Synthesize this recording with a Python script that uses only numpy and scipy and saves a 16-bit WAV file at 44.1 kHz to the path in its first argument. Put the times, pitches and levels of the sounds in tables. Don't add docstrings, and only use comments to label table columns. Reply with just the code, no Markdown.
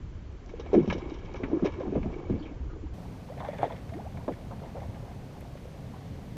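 import sys
import numpy as np
from scipy import signal
from scipy.io import wavfile

SR = 44100
rng = np.random.default_rng(int(sys.argv[2]) if len(sys.argv) > 2 else 0)


def nominal_scale(level):
    x = np.asarray(level, float) / 20
    return 10 ** x


def bounce(signal):
    frames = np.transpose(np.atleast_2d(signal))
    limited = np.clip(frames, -1, 1)
    pcm = np.round(limited * 32767).astype(np.int16)
    wavfile.write(sys.argv[1], SR, pcm)


N = 280910
SLOW_UNTIL_S = 2.936
LENGTH = N - round(SLOW_UNTIL_S * SR / 2)



def true_s(heard_s):
    return np.where(heard_s < SLOW_UNTIL_S, heard_s / 2, heard_s - SLOW_UNTIL_S / 2)


def speed_up(heard_s):
    return 2 if heard_s < SLOW_UNTIL_S else 1


def rms_one(x):
    return x / np.sqrt(np.mean(x ** 2) + 1e-20)


def in_time(rows):
    heard_s, *columns = np.transpose(rows)
    return [np.interp(np.arange(LENGTH) / SR, true_s(heard_s), column) for column in columns]


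def at_hz(points, hz):
    points_hz, values = np.transpose(points)
    return np.interp(np.log(hz), np.log(points_hz), values)


def add(out, heard_s, sound):
    i = int(true_s(heard_s) * SR)
    out[i:i + len(sound)] += sound[:LENGTH - i]


def drift(rate_hz):
    r = np.exp(-80 * np.pi * rate_hz / SR)
    white = rng.standard_normal(LENGTH // 40 + 2002)
    slow = signal.lfilter([1], [1, -2 * r, r * r], white)[2000:]
    return np.interp(np.arange(LENGTH) / 40, np.arange(len(slow)), rms_one(slow))


def resonate(x, hz, width_hz):
    r = np.exp(-np.pi * width_hz / SR)
    zeros = np.array([1, 0, -1]) * (1 - r * r) / 2
    return signal.lfilter(zeros, [1, -2 * r * np.cos(2 * np.pi * hz / SR), r * r], x)


def grains(per_s, spread_db):
    sizes = nominal_scale(spread_db * np.minimum(rng.exponential(1, LENGTH), 5))
    signs = rng.choice([-1, 1], LENGTH)
    return sizes * signs * (rng.random(LENGTH) < per_s / SR) + 1e-18


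def banded_noise(spectrum, patchy_db, flicker_hz):
    out, together = 0, drift(3.0)
    edges_hz = 18 * 2 ** np.arange(0, 10.1, .5)
    white = rng.standard_normal((2, LENGTH))
    for k, (low, high) in enumerate(zip(edges_hz, edges_hz[1:])):
        sos = signal.butter(2, [low, high], "band", fs=SR, output="sos")
        band = signal.sosfilt(sos, white[k % 2])
        level_db = at_hz(spectrum, np.sqrt(low * high))
        wander_db = patchy_db * (0.61 * together + drift(flicker_hz))
        out = out + band * nominal_scale(level_db + wander_db)
    return rms_one(out)


# (frequency [Hz], density [dB per Hz])
RUMBLE_SPECTRUM = [(20, -6), (50, 4.5), (125, 6), (220, -1), (330, -14.5), (600, -41.5), (2500, -91)]
HISS_SPECTRUM = [(200, 4.5), (500, 4), (850, -3), (1250, -13.5), (2100, -11.5), (5000, -18.5),
                 (10500, -28.5), (14000, -28)]
# (time [s], swell [dB])
SWAYS = [(0.01, 7.5), (0.6, -2), (0.84, -11.5), (0.92, 7.5), (0.989, -2), (1.2, -1.5), (1.45, 1), (1.6, -5),
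         (1.67, 6.5), (2.02, 5.5), (2.22, -2), (2.31, 7.5), (3.42, 5), (2.88, 0.5), (4.42, -0.5),
         (4.95, -1), (5.82, 2.5), (6.02, -4), (5.04, 1)]
RUMBLE_DB, HISS_DB, SWAY_HALF_WIDTH_S = -41.0, -51, .03


def wind():
    t = np.arange(LENGTH) / SR
    gust_db = RUMBLE_DB
    for heard_s, swell_db in SWAYS:
        gust_db = gust_db + swell_db * np.exp(-((t - true_s(heard_s)) / SWAY_HALF_WIDTH_S) ** 2)
    rumble = nominal_scale(gust_db) * banded_noise(RUMBLE_SPECTRUM, patchy_db=2.0, flicker_hz=18.5)
    return rumble + nominal_scale(HISS_DB) * banded_noise(HISS_SPECTRUM, patchy_db=.05, flicker_hz=25.0)


# (pitch [Hz], level [dB])
BUBBLE_SIZES = [(250, -10.5), (400, -10.5), (700, 0.5), (1000, -8), (1500, -12.5), (2400, -18)]


def slosh(level_db):
    clicks = grains(1800 * nominal_scale(2.5 * drift(12)), spread_db=2.8)
    size_index = rng.integers(0, 24, LENGTH)
    out = 0
    for k, hz in enumerate(np.geomspace(250, 2400, 24)):
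        own_clicks = clicks * (size_index == k) + 1e-18
        rung = resonate(resonate(own_clicks, hz, hz / 7.3), hz, hz / 2.4)
        out = out + nominal_scale(at_hz(BUBBLE_SIZES, hz)) * np.sqrt(1000 / hz) * rung
    return nominal_scale(level_db) * rms_one(out)


# (time [s], peak [dB], tilt to treble [dB])
LEAP_SLAPS = [(0.4893, -34, 3), (0.5965, -28, 6), (0.6594, -42.5, -6), (0.7303, -27, 2.5), (0.746, -29, -2),
              (0.791, -39.5, -3), (0.8744, -32.5, 6), (0.8986, -18.5, -4), (0.925, -22, 7),
              (0.9794, -42, 11.5), (1.1006, -40, 7), (1.1376, -39, 10), (1.1869, -51, 11), (1.2491, -42, 9),
              (1.3414, -42.5, -11.5), (1.3565, -30, 4.5), (1.437, -33, -8), (1.643, -27, 3),
              (1.653, -24.5, 5), (1.6588, -27.5, -7), (1.7194, -40, 8), (1.737, -38, -2),
              (1.7983, -34.5, 1), (1.9555, -55.5, -20), (2.0258, -43.5, -11), (2.125, -44, -5),
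              (2.1809, -44, -1), (2.296, -44, -5), (2.46, -45, -4)]
# (time [s], peak [dB])
ROLL_SLAPS = [(3.376, -38), (3.396, -34), (3.405, -34), (3.4466, -33), (3.4826, -37), (3.5344, -37),
              (3.622, -31), (3.631, -32), (3.6444, -43), (3.7212, -38), (3.583, -34), (3.66, -44),
              (3.7607, -36.5), (3.8904, -35), (3.936, -36), (4.1704, -37.5), (4.279, -36.5), (4.3216, -40),
              (4.334, -38), (4.6294, -47), (4.655, -46), (4.8, -40), (4.83, -43), (4.9432, -41),
              (5.4101, -42), (5.5698, -38)]
SLAP_LENGTH_S = 0.051


def slaps():
    dull, bright = np.zeros(LENGTH), np.zeros(LENGTH)
    t = np.arange(int(SLAP_LENGTH_S * SR))
    for heard_s, db, tilt_db in LEAP_SLAPS + [(s, db, 0) for s, db in ROLL_SLAPS]:
        onset = 1 - np.exp(-t * speed_up(heard_s) / (0.0011 * SR))
        burst = nominal_scale(db - 4.5 - 75 * t / len(t)) * onset
        add(dull, heard_s, nominal_scale(-tilt_db) * burst)
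        add(bright, heard_s, nominal_scale(tilt_db) * burst)
    return dull, bright


# (frequency [Hz], width [Hz], level [dB])
LEAP_SPRAY = [(1800, 980, -4), (3352, 230, -12), (4497, 350, -8.5), (4770, 2000, -10.5),
              (5980, 1300, -16.5), (7570, 330, -22.5), (11060, 2300, -20.5)]
ROLL_SPRAY = [(1100, 830, -6.5), (1754, 500, -1), (2095, 460, -4.5), (3370, 650, -9), (5500, 3000, -19)]
BIG_DROPS_PER_S, BIG_DROPS_SHARE = 450, .55


def spray(level_db):
    stir = nominal_scale(level_db - 5.0)
    dull, bright = slaps()
    big = BIG_DROPS_SHARE * rms_one(grains(BIG_DROPS_PER_S, spread_db=2.0))
    in_leap = np.arange(LENGTH) < N - LENGTH
    out = 0
    for modes, heard, split_hz in (LEAP_SPRAY, in_leap, 5000), (ROLL_SPRAY, ~in_leap, 3000):
        for hz, width_hz, db in modes:
            patches = nominal_scale(3.2 * drift(45))
            slap = bright if hz > split_hz else dull
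            fine = rms_one(grains(4000, spread_db=0.0))
            drops = (big + fine) * (stir * patches + slap) * heard
            rung = resonate(resonate(drops + 1e-18, hz, width_hz), hz, 1.43 * width_hz)
            out = out + nominal_scale(db) * np.sqrt(3000 / width_hz) * rung
    return out


def pocket(hz, cycles, rise_octaves):
    turns = np.arange(int(cycles / hz * SR)) * hz / SR
    climbing_hz = hz * 2 ** (rise_octaves * 3 * turns / cycles)
    phase = 2 * np.pi * np.cumsum(climbing_hz) / SR
    return nominal_scale(-60 * turns / cycles) * (1 - np.exp(-turns / 0.26)) * np.sin(phase)


def ring_each(rows, cycles, rise_octaves):
    out = np.zeros(LENGTH)
    for heard_s, db, hz in rows:
        add(out, heard_s, nominal_scale(db) * pocket(hz * speed_up(heard_s), cycles, rise_octaves))
    return out


# (time [s], peak [dB], pitch [Hz])
DROPLETS = [
    (.462, -39.5, 5960),
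    (1.099, -38, 4870),
    (1.34, -36.5, 5500),
    (5.408, -34.5, 11700),
]


def droplets():
    return ring_each(DROPLETS, 9.3, .01)


# (time [s], peak [dB], start [Hz], end [Hz], length [s])
GULPS = [(0.433, -56.5, 563, 906, 0.072), (1.285, -58, 805, 950, 0.012), (2.04, -39, 604, 693, 0.037),
         (3.298, -41.5, 498, 700, 0.033), (3.322, -57, 1930, 1980, .015), (3.369, -39, 425, 910, 0.023),
         (3.918, -40.5, 643, 702, 0.036), (3.942, -36, 246, 468, 0.048), (3.979, -40.5, 438, 1100, 0.032),
         (4.046, -41, 486, 953, 0.037), (4.185, -49, 683, 1100, 0.032)]


def gulps():
    out, waver = np.zeros(LENGTH), drift(150)
    for heard_s, db, start_hz, end_hz, length_s in GULPS:
        speed = speed_up(heard_s)
        count, i = int(length_s / speed * SR), int(true_s(heard_s) * SR)
        hz = np.geomspace(start_hz, end_hz, count) * speed * (1 + .03 * waver[i:i + count])
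        tone = np.sin(2 * np.pi * np.cumsum(hz) / SR)
        add(out, heard_s, nominal_scale(db) * np.hanning(count) ** 0.24 * tone)
    return out


# (time [s], level [dB rms], first [Hz], last [Hz], length [s])
LEAP_PLUNGES = [(0.74, -26.5, 545, 410, 0.032), (0.757, -20.5, 259, 266, 0.021),
                (0.777, -24.5, 347, 218, 0.053), (0.876, -27, 257, 201, 0.019),
                (0.898, -38.5, 350, 197, 0.045), (0.947, -34, 347, 253, 0.039),
                (1.401, -42, 320, 297, 0.08), (1.434, -43, 1850, 1800, 0.014),
                (1.513, -36, 455, 410, 0.024), (1.531, -31, 328, 338, 0.048), (1.623, -23, 284, 227, 0.015),
                (1.644, -32, 512, 374, 0.045), (1.801, -41, 545, 505, .03), (1.87, -36, 270, 250, 0.067),
                (1.927, -35, 355, 400, 0.034), (1.954, -31, 435, 266, 0.044), (2.055, -35, 265, 194, 0.042),
                (2.298, -28, 306, 200, 0.0334), (2.335, -35.5, 338, 209, 0.063)]
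TRICKLES = [
    (2.39, -68, 4570, 4340, 0.043),
    (2.423, -59.5, 3170, 3000, 0.042),
    (2.453, -59, 2280, 2600, 0.049),
    (2.698, -60.5, 1380, 1040, .09),
]
ROLL_PLUNGES = [(3.403, -43.5, 860, 830, 0.1), (3.534, -43, 686, 615, 0.031),
                (3.589, -39.5, 573, 680, 0.04), (3.612, -41, 647, 750, 0.023),
                (3.647, -34, 636, 444, 0.025), (3.702, -42, 730, 590, 0.043),
                (4.278, -35.5, 730, 560, 0.04), (4.279, -35, 322, 210, 0.054),
                (4.507, -44.5, 870, 710, 0.033), (4.616, -47, 680, 650, 0.08), (4.749, -46, 660, 575, 0.07),
                (4.814, -46, 715, 690, 0.051), (5.02, -50.5, 663, 650, 0.074),
                (5.935, -53, 800, 800, 0.057)]
SPREAD_OCTAVES, SPREAD_PER_OCTAVE_OF_SAG, TRICKLE_SPREAD_OCTAVES = 0.42, 0.36, 0.069


def plunges(count=22):
    rows = LEAP_PLUNGES + TRICKLES + ROLL_PLUNGES
    out, chance = np.zeros(LENGTH), rng.random((len(rows), count, 3))
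    for row, draws in zip(rows, chance):
        heard_s, db, first_hz, last_hz, length_s = row
        speed = speed_up(heard_s)
        sag_octaves = abs(np.log2(first_hz / last_hz))
        spread = SPREAD_OCTAVES + SPREAD_PER_OCTAVE_OF_SAG * sag_octaves
        if row in TRICKLES:
            spread = TRICKLE_SPREAD_OCTAVES
        cloud = np.zeros(int((length_s / speed + .15) * SR))
        for k, (late, size, sign) in enumerate(draws):
            share = (k + late) / count
            middle_hz = speed * first_hz * (last_hz / first_hz) ** share
            hz = middle_hz * 2 ** (spread * (2 * size - 1))
            ring = pocket(hz, 10.7 + hz / 250, 0.034)[:int(.15 * SR)]
            i = int(share * length_s / speed * SR)
            cloud[i:i + len(ring)] += nominal_scale(-11.0 * share) * np.sign(sign - .5) * ring
        add(out, heard_s, nominal_scale(db) * cloud / np.std(cloud[:i + 1]))
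    return out


POCKET_RISE_OCTAVES = .1
# (time [s], peak [dB], pitch [Hz])
PUSHES = [
    (.645, -30, 80),
    (.926, -18, 520),
    (1.246, -29, 85.6),
    (1.964, -12.5, 243),
    (1.976, -17.5, 150),
    (2.309, -15.5, 134),
    (2.338, -22, 94.3),
    (4.16, -29, 100),
    (4.283, -38, 203),
]


def pushes():
    return ring_each(PUSHES, 8.1, POCKET_RISE_OCTAVES)


# (time [s], peak [dB], pitch [Hz])
RINGING = [(0.538, -29.5, 452), (0.596, -29, 449), (0.731, -12.5, 416), (0.752, -12.5, 330),
           (0.777, -9, 335), (0.876, -28, 203), (0.901, -25, 183), (1.344, -31.5, 515), (1.397, -45, 360),
           (1.435, -22.5, 270), (1.531, -14.5, 317), (1.624, -16, 262), (1.805, -22.5, 520),
           (1.869, -32, 248), (2.029, -29, 202), (2.128, -32.5, 355), (2.269, -40, 334), (2.298, -18, 353),
           (2.408, -30, 293), (2.511, -32.5, 276), (2.606, -37, 260), (2.732, -38, 325), (2.838, -32, 295),
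           (3.449, -27.5, 774), (3.487, -21, 564), (3.63, -35, 305), (4.28, -28.5, 350), (4.287, -25, 510),
           (4.766, -31.5, 558), (4.78, -31.5, 530)]
BURSTING = [(0.493, -33, 260), (0.656, -34.5, 395), (0.741, -8.5, 402), (0.952, -39, 363),
            (1.119, -23, 307), (1.246, -33, 144), (1.293, -37, 800), (1.935, -30, 645), (1.572, -19.5, 304),
            (1.624, -42, 151), (1.656, -15, 392), (1.924, -21.5, 320), (2.06, -17.5, 221), (3.3, -35, 513),
            (3.532, -30, 581), (3.59, -38, 580), (3.288, -37.5, 840), (3.631, -8.5, 702), (3.641, -13, 675),
            (3.679, -26.5, 530), (3.707, -34, 760), (2.06, -30, 630), (4.18, -39, 773), (4.749, -43, 834),
            (5.426, -36, 560), (5.452, -36.5, 820), (5.554, -33, 556), (5.626, -47, 320),
            (5.655, -34.5, 490), (5.728, -43, 323)]


def pockets():
    ringing = ring_each(RINGING, 26.7, POCKET_RISE_OCTAVES)
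    return ringing + ring_each(BURSTING, 13.2, POCKET_RISE_OCTAVES)


# (frequency [Hz], share of blocks kept [0-1])
TOP_KEPT = [(12500, 1), (13200, .9), (14300, .78), (14800, .6), (15000, .2), (15400, .02)]
TOP_BAND_HZ = 172


def ragged_top(x, size=1024):
    hz, t, cells = signal.stft(x, SR, nperseg=size)
    band = (hz // TOP_BAND_HZ).astype(int)
    draws = rng.random((band[-1] + 1, len(t)))
    chance = np.repeat(draws, 3, axis=1)[band, :len(t)]
    below_top = hz < TOP_KEPT[-1][0]
    gain = (chance < at_hz(TOP_KEPT, hz + 1)[:, None]) * below_top[:, None]
    return signal.istft(cells * gain, SR, nperseg=size)[1][:len(x)]


def half_speed_start(x):
    half = N - LENGTH
    slow = signal.resample_poly(x, 2, 1)[:2 * half]
    return np.concatenate([slow, x[half:]])[:N]


# (time [s], slosh [dB], spray [dB])
STIR = [(0.0, -62, -67), (0.38, -55.5, -63.5), (0.7, -43.5, -42.5), (0.98, -38, -39), (1.22, -47.5, -44),
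        (1.5, -37.5, -44.5), (1.88, -40.5, -44), (2.48, -45, -47), (2.85, -51, -77), (3.2, -58, -83),
        (3.39, -52, -54), (3.65, -50, -42), (3.85, -57.5, -57), (3.97, -54.5, -64), (4.54, -54, -63),
        (4.81, -53.5, -59), (5.22, -57, -65.5), (6.37, -60, -58)]


def scene():
    slosh_db, spray_db = in_time(STIR)
    water = slosh(slosh_db) + spray(spray_db) + droplets() + gulps()
    fish = plunges() + pushes() + pockets()
    return half_speed_start(ragged_top(wind() + water + fish))[None]


def top_cut(x):
    return signal.sosfilt(signal.butter(12, 15300, fs=SR, output="sos"), x)


def record(dry):
    return top_cut(dry)


dry = scene()
out = record(dry)
bounce(out)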